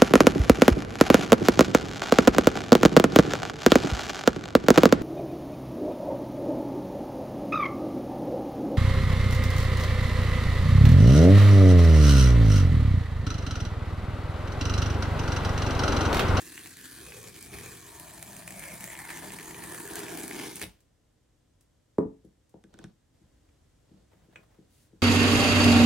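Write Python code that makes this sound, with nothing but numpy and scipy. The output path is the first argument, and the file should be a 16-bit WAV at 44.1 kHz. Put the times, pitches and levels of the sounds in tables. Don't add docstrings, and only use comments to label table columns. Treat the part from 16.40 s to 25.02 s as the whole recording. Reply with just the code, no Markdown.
import sys
import numpy as np
from scipy import signal
from scipy.fft import rfft, irfft, next_fast_len
from scipy.io import wavfile
from scipy.ndimage import uniform_filter1d

SR = 44100
rng = np.random.default_rng(int(sys.argv[2]) if len(sys.argv) > 2 else 0)


def to_wav(sig):
    pcm = np.clip(np.atleast_2d(sig), -1, 1) * 32767
    pcm = np.round(pcm).astype(np.int16)
    wavfile.write(sys.argv[1], SR, pcm.T)


N = 380141
TIME = np.arange(N) / SR


# freq_hz, level_db
RUMBLE_COLOUR = [(15, -34), (25, -11.5), (38, 1), (96, -2.5), (130, -5.5), (195, -13), (315, -10.5),
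                 (355, -17), (479, -15), (900, -25), (1170, -61), (1980, -120)]
HISS_COLOUR = [(410, -30.5), (700, -1), (848, -12.5), (990, 3.5), (1150, -2.5), (1250, -1.5), (1900, -2.5),
               (2490, -6), (3260, -3.5), (4270, -6), (7600, -5.5), (13900, -18), (15000, -24.5)]
RUMBLE_DB, HISS_DB = -67, -77.5
RISE_S, RUMBLE_RISE_DB, HISS_RISE_DB = 6.74, 3, 3

# freq_hz, t60_s
HALL_T60 = [(80, 0.24), (300, 0.2), (1000, 0.27), (2500, 0.11), (7000, 0.22), (15000, 0.13)]
# freq_hz, correlation (no unit)
LIKENESS = [(100, 0.89), (250, 0.83), (450, 0.067), (800, 0), (1800, 0.71), (4000, 0.21), (15000, 0.73)]
# freq_hz, left_minus_right_db
BALANCE = [(150, -4.5), (280, -5.5), (400, -8.5), (500, -4), (680, 0), (1050, -2.5), (1700, -5.5),
           (3000, -5.5)]
MIC_LOW_HZ, MIC_TOP_HZ = 42, 15900

# start_s, length_s, level_db
RUBS = [(6.35, 0.11, -60), (7.52, 0.072, -68), (7.89, 0.018, -74), (8.21, 0.04, -72)]
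# start_s, length_s, level_db
SCUFFS = [(7.08, 0.018, -80), (7.735, .015, -68), (7.83, .08, -73.5), (7.98, 0.017, -64),
          (8.12, 0.012, -67.5)]
# start_s, length_s, level_db
SLIDES = [(6.36, 0.089, -93), (8.34, 0.095, -69)]
# freq_hz, level_db
RUB_COLOUR = [(80, 4), (250, -4), (450, 4), (800, -5.5), (1700, -20), (3000, -17), (4500, -16), (9000, -38)]
SCUFF_COLOUR = [(200, -9), (600, 5), (1000, -2), (1700, -5), (2600, -10), (4500, -17), (9000, -22)]
SLIDE_COLOUR = [(500, -20), (2000, -6), (4500, -5), (7000, -5), (10000, -4), (12500, -10), (16000, -12)]
STROKE_ATTACK_S, STROKE_RELEASE_S = 0.069, 0.082

# start_s, peak_db
TICKS = [(4.405, -50.5), (5.2095, -48.5), (5.228, -66), (5.849, -54.5), (6.094, -53.5)]
# start_s, peak_db
CLICKS = [(7.09, -63), (7.731, -61), (7.9585, -34.5)]
# start_s, peak_db
TAPS = [(6.239, -50), (6.3405, -46), (6.389, -41), (6.441, -38.5)]
# start_s, peak_db, cutoff_hz (softness)
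BUMPS = [(4.24, -39, 452), (4.249, -42.5, 105), (5.651, -28.5, 370), (5.845, -43, 460), (6.141, -41, 940),
         (6.244, -46, 447), (6.344, -49.5, 337), (6.393, -41.5, 326), (6.442, -38.5, 288),
         (6.81, -53.5, 292), (7.063, -74, 400), (7.51, -47.5, 296), (7.536, -49.5, 255), (7.591, -59, 200),
         (7.731, -53, 790), (7.76, -56, 150), (7.815, -54, 148), (7.883, -51, 450), (7.959, -53, 704),
         (7.989, -53, 700), (8.185, -45, 406), (8.53, -46.5, 420)]
# start_s, peak_db
KNOCKS = [(5.5828, -10.5)]
# freq_hz, level_db
TICK_COLOUR = [(800, -13), (3000, -9), (7500, -1.5), (11000, -2), (16000, -11)]
CLICK_COLOUR = [(150, -30), (600, -8), (900, -10), (1500, -2), (2000, -2.5), (2450, 4), (3500, -11),
                (5000, -38), (6200, -18), (7000, -23), (7900, -15), (9500, -34), (16000, -39)]
TAP_COLOUR = [(40, -38), (100, -4), (200, 5), (320, -12), (520, -13.5), (1000, -24), (1600, -11),
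              (2300, -23), (3500, -18.5), (4600, -36), (5800, -30), (9000, -25.5), (11000, -38),
              (16000, -45)]
BUMP_COLOUR = [(40, -13), (100, -5.5), (180, 1), (290, 0), (450, -3), (800, -10), (1500, -22.5), (4000, 10)]
KNOCK_COLOUR = [(30, -39.5), (70, -18.5), (120, -10), (200, -0.5), (350, 7), (470, -1.5), (680, -15),
                (950, -12.5), (1200, -21), (1400, -33), (1900, -35), (2500, -53.5), (3600, -55),
                (5000, -56.5), (8500, -53), (12000, -60), (16000, -66.5)]
# pitch_hz, level_db (relative), t60_s
LID_MODES = [(760, -4, .05), (1227, -8, .04), (1534, 1, .05), (1700, 1, .04), (2550, -3, .02),
             (3050, 0, .014), (5400, -2, .008), (6200, -2, .007)]
BOX_MODES = [(97, -12.5, .27), (174.6, -6.5, 0.3), (238, -4, 0.24), (275, 2.5, 0.31), (364.4, 1.5, 0.11),
             (380.4, -3.5, 0.17), (435, 2.5, 0.27), (624, -14, 0.21), (703, -17.5, 0.1706), (820, -25, 0.2),
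             (824, -25.5, .17), (910, -18.5, 0.24), (950, -21, 0.18), (985, -27, 0.2), (1030, -22, 0.16),
             (1080, -26.5, 0.16), (1212, -26, .18), (1270, -26.5, 0.23), (263, -5, 0.31), (479, -8, 0.16),
             (518, -13.5, .16), (565, -16, 0.19), (674, -16.5, .15), (1430, -36.5, .19), (1475, -38, .26),
             (1780, -43.5, .3), (1863, -42.5, .3), (2200, -48.5, .28)]
BUMP_RING_HZ, BUMP_RING_T60_S, BUMP_RING_DB = 335, .1, -8

# start_s, crack_peak_db, strip_ring_peak_db
SNAPS = [(0.0173, -30, -43), (0.0555, -34, -45), (0.1777, -38, -31.5), (0.2596, -30, -33),
         (0.2723, -29, -48), (0.3702, -32, -44), (0.7216, -47, -32.5), (0.8303, -32, -46),
         (0.8726, -37, -43), (0.9624, -35, -44), (1.0103, -32, -48), (1.0266, -27.5, -44),
         (1.0484, -33, -47), (1.1327, -35, -34.5), (1.1392, -37, -35), (1.1862, -29, -32.5),
         (1.5982, -26, -43), (1.827, -23, -34), (1.9661, -26, -38), (2.0233, -43, -38),
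         (2.0775, -24.5, -28.5), (2.1068, -28, -36), (2.1225, -36, -38), (2.195, -25, -36.5),
         (2.224, -35, -31.5), (2.2376, -27, -29), (2.2828, -28.5, -36), (2.3007, -41, -34.5),
         (2.3396, -27, -39.5), (2.4076, -26, -35), (2.4412, -21.5, -32), (2.4612, -31, -44),
         (2.5188, -32, -33), (2.553, -43, -29.5), (2.6918, -30, -28), (2.7041, -30, -29.5),
         (2.726, -30, -38), (2.7723, -27, -30.5), (2.9044, -43, -30.5), (2.9205, -27, -34),
         (2.9356, -30, -41), (2.9872, -28, -30), (2.9982, -45, -30), (3.0295, -29, -39), (3.109, -29, -34),
         (3.145, -42, -31), (3.188, -35, -55), (3.2229, -37, -34), (3.2382, -26, -35), (3.3465, -27, -32),
         (3.4046, -34, -34), (3.4757, -28, -35.5), (3.5, -43, -32), (3.5356, -27, -48), (3.556, -18, -30),
         (3.5917, -23, -37), (3.604, -27, -34), (3.6284, -36, -39), (3.6655, -36, -33),
         (3.6831, -29, -29.5), (3.7732, -21.5, -31), (3.8337, -23.5, -45), (3.8793, -22, -34.5),
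         (3.9114, -33, -27), (3.9968, -29, -31), (4.0636, -33, -36), (4.1571, -22, -45), (4.1682, -28, -44),
         (4.1964, -29, -34), (4.2156, -20, -25), (4.2257, -21, -33), (4.24, -32, -32)]
# freq_hz, level_db
CRACK_COLOUR = [(1000, -16), (3000, -11), (4500, -9), (6500, 0), (9000, 4), (12500, -2), (16000, -1)]
PLUCK_COLOUR = [(200, -16), (600, -10), (1050, -8), (1400, -12), (1750, -1), (2350, 0), (2750, -6),
                (3600, -13), (6000, -24), (12000, -40)]
HOLD_LEAD_S, HOLD_LENGTH_S, HOLD_DB = .008, .016, 1.2

# time_s, fizz_db, rasp_db (both before gain, stalls and tugs)
PULL = [(0.0, -52, -56), (1.04, -53, -56), (1.09, -55.5, -60.5), (1.13, -51.5, -54.5), (1.55, -53.5, -58.5),
        (2.51, -50, -57), (2.67, -53.5, -59.5), (2.7, -50, -53.5), (3.22, -50, -56), (3.36, -47, -55),
        (3.45, -48.5, -57.5), (3.59, -48, -49), (3.66, -50, -52.5), (3.84, -45, -51.5), (3.86, -50, -56),
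        (4.01, -46, -46.5), (4.19, -38, -50), (4.2, -40, -49.5)]
FIZZ_GAIN_DB, RASP_GAIN_DB, EASY_PULL_DB = 2, -0.44, -58
# centre_s, length_s, strip_db, box_db
TUGS = [(0.173, 0.025, 6.5, -3), (0.44, 0.2, 1, -2), (0.806, 0.18, -0.5, 3.5), (1.123, 0.11, 2, 8),
        (1.26, 0.14, 4, 4), (2.256, 0.16, 9, -1), (2.55, 0.25, 8, -0.5), (2.69, 0.13, 6.5, -1),
        (2.835, 0.037, 4.5, 4.5), (3.368, 0.44, 4.5, 1.5), (3.785, 0.14, 1.5, 1.5), (4.01, 0.12, 1, -2)]
# centre_s, length_s, loss_db (before each part's share)
STALLS = [(0.35, 0.059, 4.5), (0.925, 0.069, 2.5), (1.075, 0.035, 0.5), (1.42, 0.058, 2.5),
          (1.78, 0.038, 0.5), (2.045, 0.026, 3.5), (3.15, 0.029, 1.5), (4.155, 0.17, 7.5)]
PARTS = {"strip": (-57.5, 0.91, 1.06, 0.5, 7, 5), "overtone": (-66.5, 1.35, 2, 5.5, 4, 2),
         "panel": (-65, 0.8861, 1.47, 1.3, 1.5, 10), "box": (-57, 0.7537, 1.5, 2, 4.5, 14),
         "wall": (-64.5, 0.29, 0.56, 1.4, 2, 10), "flex": (-62, 0.1, 0.5, 0, 2, 5.5)}
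LURCH_DB, LURCH_PER_S = 1.5, 9.9

# time_s, pitch_hz
BOX_PITCH = [(0, 300), (.54, 272), (.69, 470), (.85, 456), (1.03, 280), (1.23, 430), (1.57, 310),
             (2.13, 356), (2.51, 290), (3.46, 343), (3.92, 286), (4.2, 314)]
# time_s, width_hz
BOX_DAMPING = [(0.5, 59.3), (1.1, 124), (2.5, 128), (3.6, 144)]
# time_s, lower_hz, upper_hz, upper_minus_lower_db
STRIP_PAIR = [(0, 1780, 2680, -8), (.18, 1750, 2770, -4), (.5, 1610, 2540, -17), (.72, 1670, 2620, 3),
              (.88, 1730, 2400, 0), (1.0, 1770, 2250, 7), (1.15, 1730, 2500, 3.5), (1.35, 1770, 2300, 1.5),
              (1.7, 1800, 2320, -3.5), (2.0, 1760, 2300, 1), (2.27, 1760, 2150, 5.5), (2.5, 1900, 2070, -4),
              (2.75, 1750, 2000, -1), (3.15, 1870, 2190, -12), (3.55, 1610, 2150, -12),
              (3.85, 1680, 2200, 0.5), (4.05, 1770, 2130, 4.5)]
PANEL_PAIR = [(0, 660, 1000, 2), (1.2, 667, 1100, 2), (1.5, 680, 930, 1.5), (1.8, 660, 840, -6.5),
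              (2.1, 590, 860, -13), (2.4, 580, 840, -8.5), (2.65, 615, 806, 7), (3.0, 630, 803, -1),
              (3.5, 652, 874, -3), (3.8, 620, 780, -15), (4.05, 590, 750, 0)]
STRIP_WIDTH_HZ, PANEL_WIDTH_HZ = 410, 300
OVERTONE_HZ, OVERTONE_WIDTH_HZ = 3095, 1250
WALL_HZ, WALL_WIDTH_HZ = 167.3, 26
# freq_hz, level_db
FIBRE_COLOUR = [(2500, -36), (5000, -31), (6200, -6.5), (7200, 4), (9500, 8), (11200, 8), (12400, 1),
                (14500, 8.5), (16000, 2)]
RASP_COLOUR = [(1500, -26), (2500, 3), (3000, 6), (3600, 6.5), (4400, 7.5), (5300, 4), (6500, 7),
               (9000, -35.5)]
FLEX_COLOUR = [(25, -20), (50, -1), (90, 1), (130, 3), (180, -17.5), (240, -6), (400, -24), (900, -69)]
LAST_RIP_COLOUR = [(100, 13), (400, 8), (900, 1.5), (1500, 5), (2050, 9), (2800, 10), (4000, 5.5),
                   (6000, 1.5), (9500, -7), (16000, 1)]
LAST_RIP_S, LAST_RIP_DB, STRIP_FREE_S = 4.215, -39.5, 4.243
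WHIP_DB, WHIP_FALL_DB_PER_S = -54, 150


def from_db(db):
    return 10 ** (np.asarray(db) / 20)


def in_time(rows):
    s, *columns = np.transpose(rows)
    return [np.interp(TIME, s, column) for column in columns]


def at_hz(points, hz):
    known, values = np.transpose(points)
    return np.interp(np.log(np.maximum(hz, 1)), np.log(known), values)


def evened(x, window_s):
    power = uniform_filter1d(np.atleast_2d(x ** 2).mean(axis=0), max(int(window_s * SR), 2))
    return x / np.sqrt(np.maximum(power, 1e-12))


def drift(rate):
    knots = rng.standard_normal(N // 8)
    return 1.22 * np.interp(TIME * rate, np.arange(len(knots)), knots)


def humps(rows):
    return sum(db * np.exp(-np.pi * ((TIME - s) / length_s) ** 2) for s, length_s, db in rows)


def strokes(rows):
    gain = 0
    for s, length_s, db in rows:
        end_s = s + length_s
        corners = [s - STROKE_ATTACK_S, s, end_s, end_s + STROKE_RELEASE_S]
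        gain = gain + from_db(db) * np.interp(TIME, corners, [0, 1, 1, 0])
    return gain


def pulse(colour, spread_s=0., size=8192):
    hz = np.arange(size // 2 + 1) * SR / size
    cepstrum = irfft(np.log(from_db(at_hz(colour, hz))))
    cepstrum[1:size // 2] *= 2
    cepstrum[size // 2 + 1:] = 0
    phase = 2 * np.pi * spread_s * np.sqrt(200) * (2 * np.sqrt(hz) - hz / np.sqrt(SR / 2))
    wave = irfft(np.exp(rfft(cepstrum) - 1j * phase))[:size // 2]
    return wave / np.linalg.norm(wave)


def through(x, response):
    return signal.oaconvolve(np.atleast_2d(x), np.atleast_2d(response), axes=-1)[:, :N]


def stereo_noise(size):
    mid, side = rfft(rng.standard_normal((2, next_fast_len(size, True))))
    alike = np.clip(at_hz(LIKENESS, np.linspace(0, SR / 2, len(mid))), -1, 1)
    shared = np.sqrt((1 + alike) / 2) * mid
    opposed = np.sqrt((1 - alike) / 2) * side
    return irfft(shared + opposed * [[1], [-1]])[:, :size]


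def background():
    rise = TIME > RISE_S
    rumble = from_db(RUMBLE_DB + RUMBLE_RISE_DB * rise) * through(stereo_noise(N), pulse(RUMBLE_COLOUR))
    hiss = from_db(HISS_DB + HISS_RISE_DB * rise) * through(stereo_noise(N), pulse(HISS_COLOUR))
    return rumble + hiss


def diffuse(t60_table, start_s, size=24000):
    t = np.arange(size) / SR
    noise, out = rfft(stereo_noise(size)), 0
    hz = np.linspace(0, SR / 2, noise.shape[1])
    centres = np.geomspace(60, 16000, 9)
    for centre, share in zip(centres, np.eye(len(centres))):
        band = irfft(noise * at_hz(np.c_[centres, share], hz))
        out = out + band * from_db(-60 * t / at_hz(t60_table, centre))
    out = out * (t > start_s)
    return out / np.sqrt(np.sum(out ** 2) / 2)


def placed(x, hall, hall_db, pan_db):
    left, right = x * from_db([[pan_db / 2], [-pan_db / 2]])
    return np.array([np.r_[0, left[:-1]], right]) + from_db(hall_db) * through(x, hall)


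def leaning(x):
    return through(x, [pulse([(hz, sign * db / 2) for hz, db in BALANCE]) for sign in (1, -1)])


def fibres(per_s, size_db, clump_db, clump_rate, surge_db, surge_rate):
    sizes = from_db(size_db * np.minimum(rng.exponential(1, N), 5)) * rng.choice([-1, 1], N)
    breaks = sizes * (rng.random(N) < per_s / SR)
    return breaks * from_db(clump_db * drift(clump_rate) + surge_db * drift(surge_rate))


def scattered(impulses, scatter_db, t60):
    keep = from_db(-120 / (t60 * SR))
    energy = signal.lfilter([0, 1 - keep], [1, -keep], impulses ** 2 + 1e-20)
    return impulses + from_db(scatter_db) * np.sqrt(energy) * stereo_noise(N)


def strikes(rows, wave):
    out = np.zeros(N)
    unit_peak = wave / np.abs(wave).max()
    for s, db in rows:
        at = int(s * SR)
        out[at:at + len(wave)] += (from_db(db) * unit_peak)[:N - at]
    return out


def blows(rows, wave, scatter_db, t60):
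    return through(scattered(strikes(rows, np.ones(1)), scatter_db, t60), wave / np.abs(wave).max())


def ringing(rows, modes, ring_db):
    t = np.arange(SR // 2) / SR
    wave = 0
    for k, (hz, db, t60) in enumerate(modes):
        wave = wave + from_db(db - 60 * t / t60) * np.sin(2 * np.pi * hz * t) * (-1) ** k
    return from_db(ring_db) * strikes(rows, wave)


def lid_friction():
    slips = fibres(per_s=2500, size_db=2.4, clump_db=2.5, clump_rate=150, surge_db=3.0, surge_rate=25)
    rub = evened(through(scattered(slips, scatter_db=8.0, t60=.04), pulse(RUB_COLOUR)), window_s=.15)
    scuff = evened(through(scattered(slips, scatter_db=8.0, t60=.04), pulse(SCUFF_COLOUR)), window_s=.15)
    slide = through(stereo_noise(N), pulse(SLIDE_COLOUR))
    return strokes(RUBS) * rub + strokes(SCUFFS) * scuff + strokes(SLIDES) * slide


def ticks():
    return blows(TICKS, pulse(TICK_COLOUR), scatter_db=6.5, t60=0.046)


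def clicks():
    return blows(CLICKS, pulse(CLICK_COLOUR, spread_s=0.00042), scatter_db=5.0, t60=0.036)


def taps():
    contact = blows(TAPS, pulse(TAP_COLOUR, spread_s=.004), scatter_db=-5, t60=.025)
    return contact + ringing(TAPS, LID_MODES, ring_db=-4)


def bumps():
    wave, out = pulse(BUMP_COLOUR, spread_s=0.00593), 0
    t = np.arange(len(wave)) / SR
    ring = np.sin(2 * np.pi * BUMP_RING_HZ * t) * np.exp(-np.log(1000) * t / BUMP_RING_T60_S)
    for s, db, cutoff_hz in BUMPS:
        soften = signal.butter(4, cutoff_hz, fs=SR, output="sos")
        out = out + strikes([(s, db)], signal.sosfilt(soften, wave))
        out = out + strikes([(s, db + BUMP_RING_DB)], signal.sosfilt(soften, ring))
    return out


def knock():
    return strikes(KNOCKS, pulse(KNOCK_COLOUR, spread_s=0.0052)) + ringing(KNOCKS, BOX_MODES, ring_db=-7.5)


def snaps():
    crack_rows = [(s, db) for s, db, _ in SNAPS]
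    pluck_rows = [(s, db) for s, _, db in SNAPS]
    crack = blows(crack_rows, pulse(CRACK_COLOUR, spread_s=.0012), scatter_db=2.0, t60=.016)
    pluck = blows(pluck_rows, pulse(PLUCK_COLOUR, spread_s=.0005), scatter_db=-3.0, t60=.035)
    return crack + pluck


def resonance(x, hz, width_hz, size=256):
    r = np.broadcast_to(np.exp(-np.pi * width_hz / SR), N)
    out, state = np.zeros((2, N)), np.zeros((2, 2))
    for i in range(0, int((STRIP_FREE_S + .5) * SR), size):
        poles = [1, -2 * r[i] * np.cos(2 * np.pi * hz[i] / SR), r[i] ** 2]
        out[:, i:i + size], state = signal.lfilter([1, 0, -1], poles, x[:, i:i + size], zi=state)
    return out * (1 - r * r) / 2


def resonance_twice(x, hz, first_width_hz, second_width_hz):
    return resonance(resonance(x, hz, first_width_hz), hz, second_width_hz)


def bending(breaks, table, width_hz):
    lower_hz, upper_hz, lead_db = in_time(table)
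    lead_db = lead_db + 2.5 * drift(25)
    lower = evened(resonance_twice(breaks, lower_hz, width_hz, width_hz), window_s=.2)
    upper = evened(resonance_twice(breaks, upper_hz, width_hz, width_hz), window_s=.2)
    return from_db(-lead_db / 2) * lower + from_db(lead_db / 2) * upper


def part_levels():
    fizz_db, rasp_db = in_time(PULL)
    holds = [(s - HOLD_LEAD_S, HOLD_LENGTH_S, HOLD_DB) for s, _, _ in SNAPS]
    stall_db = humps(STALLS) + humps(holds)
    ring_db = humps([(s, length_s, db) for s, length_s, db, _ in TUGS])
    heave_db = humps([(s, length_s, db) for s, length_s, _, db in TUGS])
    lurch_db = LURCH_DB * drift(LURCH_PER_S)
    tugged = {"strip": ring_db,
              "overtone": 0.82 * ring_db,
              "panel": 0.5 * ring_db + 0.91 * heave_db + 0.5 * lurch_db,
              "box": 0.65 * heave_db,
              "wall": 0.88 * heave_db + lurch_db,
              "flex": heave_db + lurch_db}
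    levels = {"fibre": fizz_db + FIZZ_GAIN_DB - 1.54 * stall_db + 0.29 * ring_db,
              "rasp": rasp_db + RASP_GAIN_DB - 0.36 * stall_db + 0.039 * ring_db}
    effort_db = rasp_db - EASY_PULL_DB
    for name, (easy_db, follows, stall_share, from_s, to_s, swell_db) in PARTS.items():
        swell = np.interp(TIME, [from_s, to_s], [0, swell_db])
        levels[name] = easy_db + follows * effort_db - stall_share * stall_db + tugged[name] + swell
    return levels


def tear():
    fine = fibres(per_s=7500, size_db=2.4, clump_db=2.1, clump_rate=450, surge_db=1.0, surge_rate=30)
    coarse = fibres(per_s=330, size_db=0.9, clump_db=1.5, clump_rate=100, surge_db=1.2, surge_rate=15)
    breaks = scattered(fine + from_db(17.0) * coarse, scatter_db=-3.0, t60=0.022)
    flakes = sum(resonance(breaks, hz * np.exp(.16 * drift(35)), width_hz=600) for hz in (3400, 5000, 8000))
    frayed = breaks + from_db(1.5) * flakes
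    overtone_hz = np.full(N, OVERTONE_HZ)
    box_hz, box_width_hz = in_time(BOX_PITCH) + in_time(BOX_DAMPING)
    wall_hz = WALL_HZ * np.exp(.08 * drift(12))
    parts = {"fibre": through(frayed, pulse(FIBRE_COLOUR, spread_s=0.000697)),
             "rasp": through(frayed, pulse(RASP_COLOUR)),
             "strip": bending(breaks, STRIP_PAIR, STRIP_WIDTH_HZ),
             "overtone": resonance_twice(breaks, overtone_hz, OVERTONE_WIDTH_HZ, OVERTONE_WIDTH_HZ),
             "panel": bending(breaks, PANEL_PAIR, PANEL_WIDTH_HZ),
             "box": resonance_twice(breaks, box_hz, 306, box_width_hz),
             "wall": resonance_twice(breaks, wall_hz, WALL_WIDTH_HZ, 57),
             "flex": through(breaks, pulse(FLEX_COLOUR))}
    steady = sum(evened(parts[name], window_s=0.092) * from_db(db) for name, db in part_levels().items())
    rip = through(breaks, pulse(LAST_RIP_COLOUR))
    last_rip = from_db(LAST_RIP_DB) * evened(rip, window_s=0.01) * (TIME > LAST_RIP_S)
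    whip_db = WHIP_DB - WHIP_FALL_DB_PER_S * np.abs(TIME - STRIP_FREE_S)
    whip = from_db(whip_db) * evened(rip, window_s=0.058)
    return np.where(TIME < STRIP_FREE_S, steady + last_rip, whip)


def scene():
    hall = diffuse(HALL_T60, start_s=.007)
    box = placed(tear() + snaps(), hall, hall_db=-8.0, pan_db=0.3)
    box = box + placed(knock(), hall, hall_db=-7.0, pan_db=-0.3)
    return (background() + lid_friction()
            + placed(ticks(), hall, hall_db=-6.0, pan_db=1.0)
            + placed(clicks(), hall, hall_db=-8.0, pan_db=0.0)
            + placed(taps(), hall, hall_db=-12.0, pan_db=-1.5)
            + placed(bumps(), hall, hall_db=-3.5, pan_db=3.5)
            + leaning(box))


def record(dry):
    thinned = signal.sosfilt(signal.butter(3, MIC_LOW_HZ, "high", fs=SR, output="sos"), dry)
    return signal.sosfilt(signal.ellip(10, .1, 80, MIC_TOP_HZ, fs=SR, output="sos"), thinned)


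dry = scene()
out = record(dry)
to_wav(out)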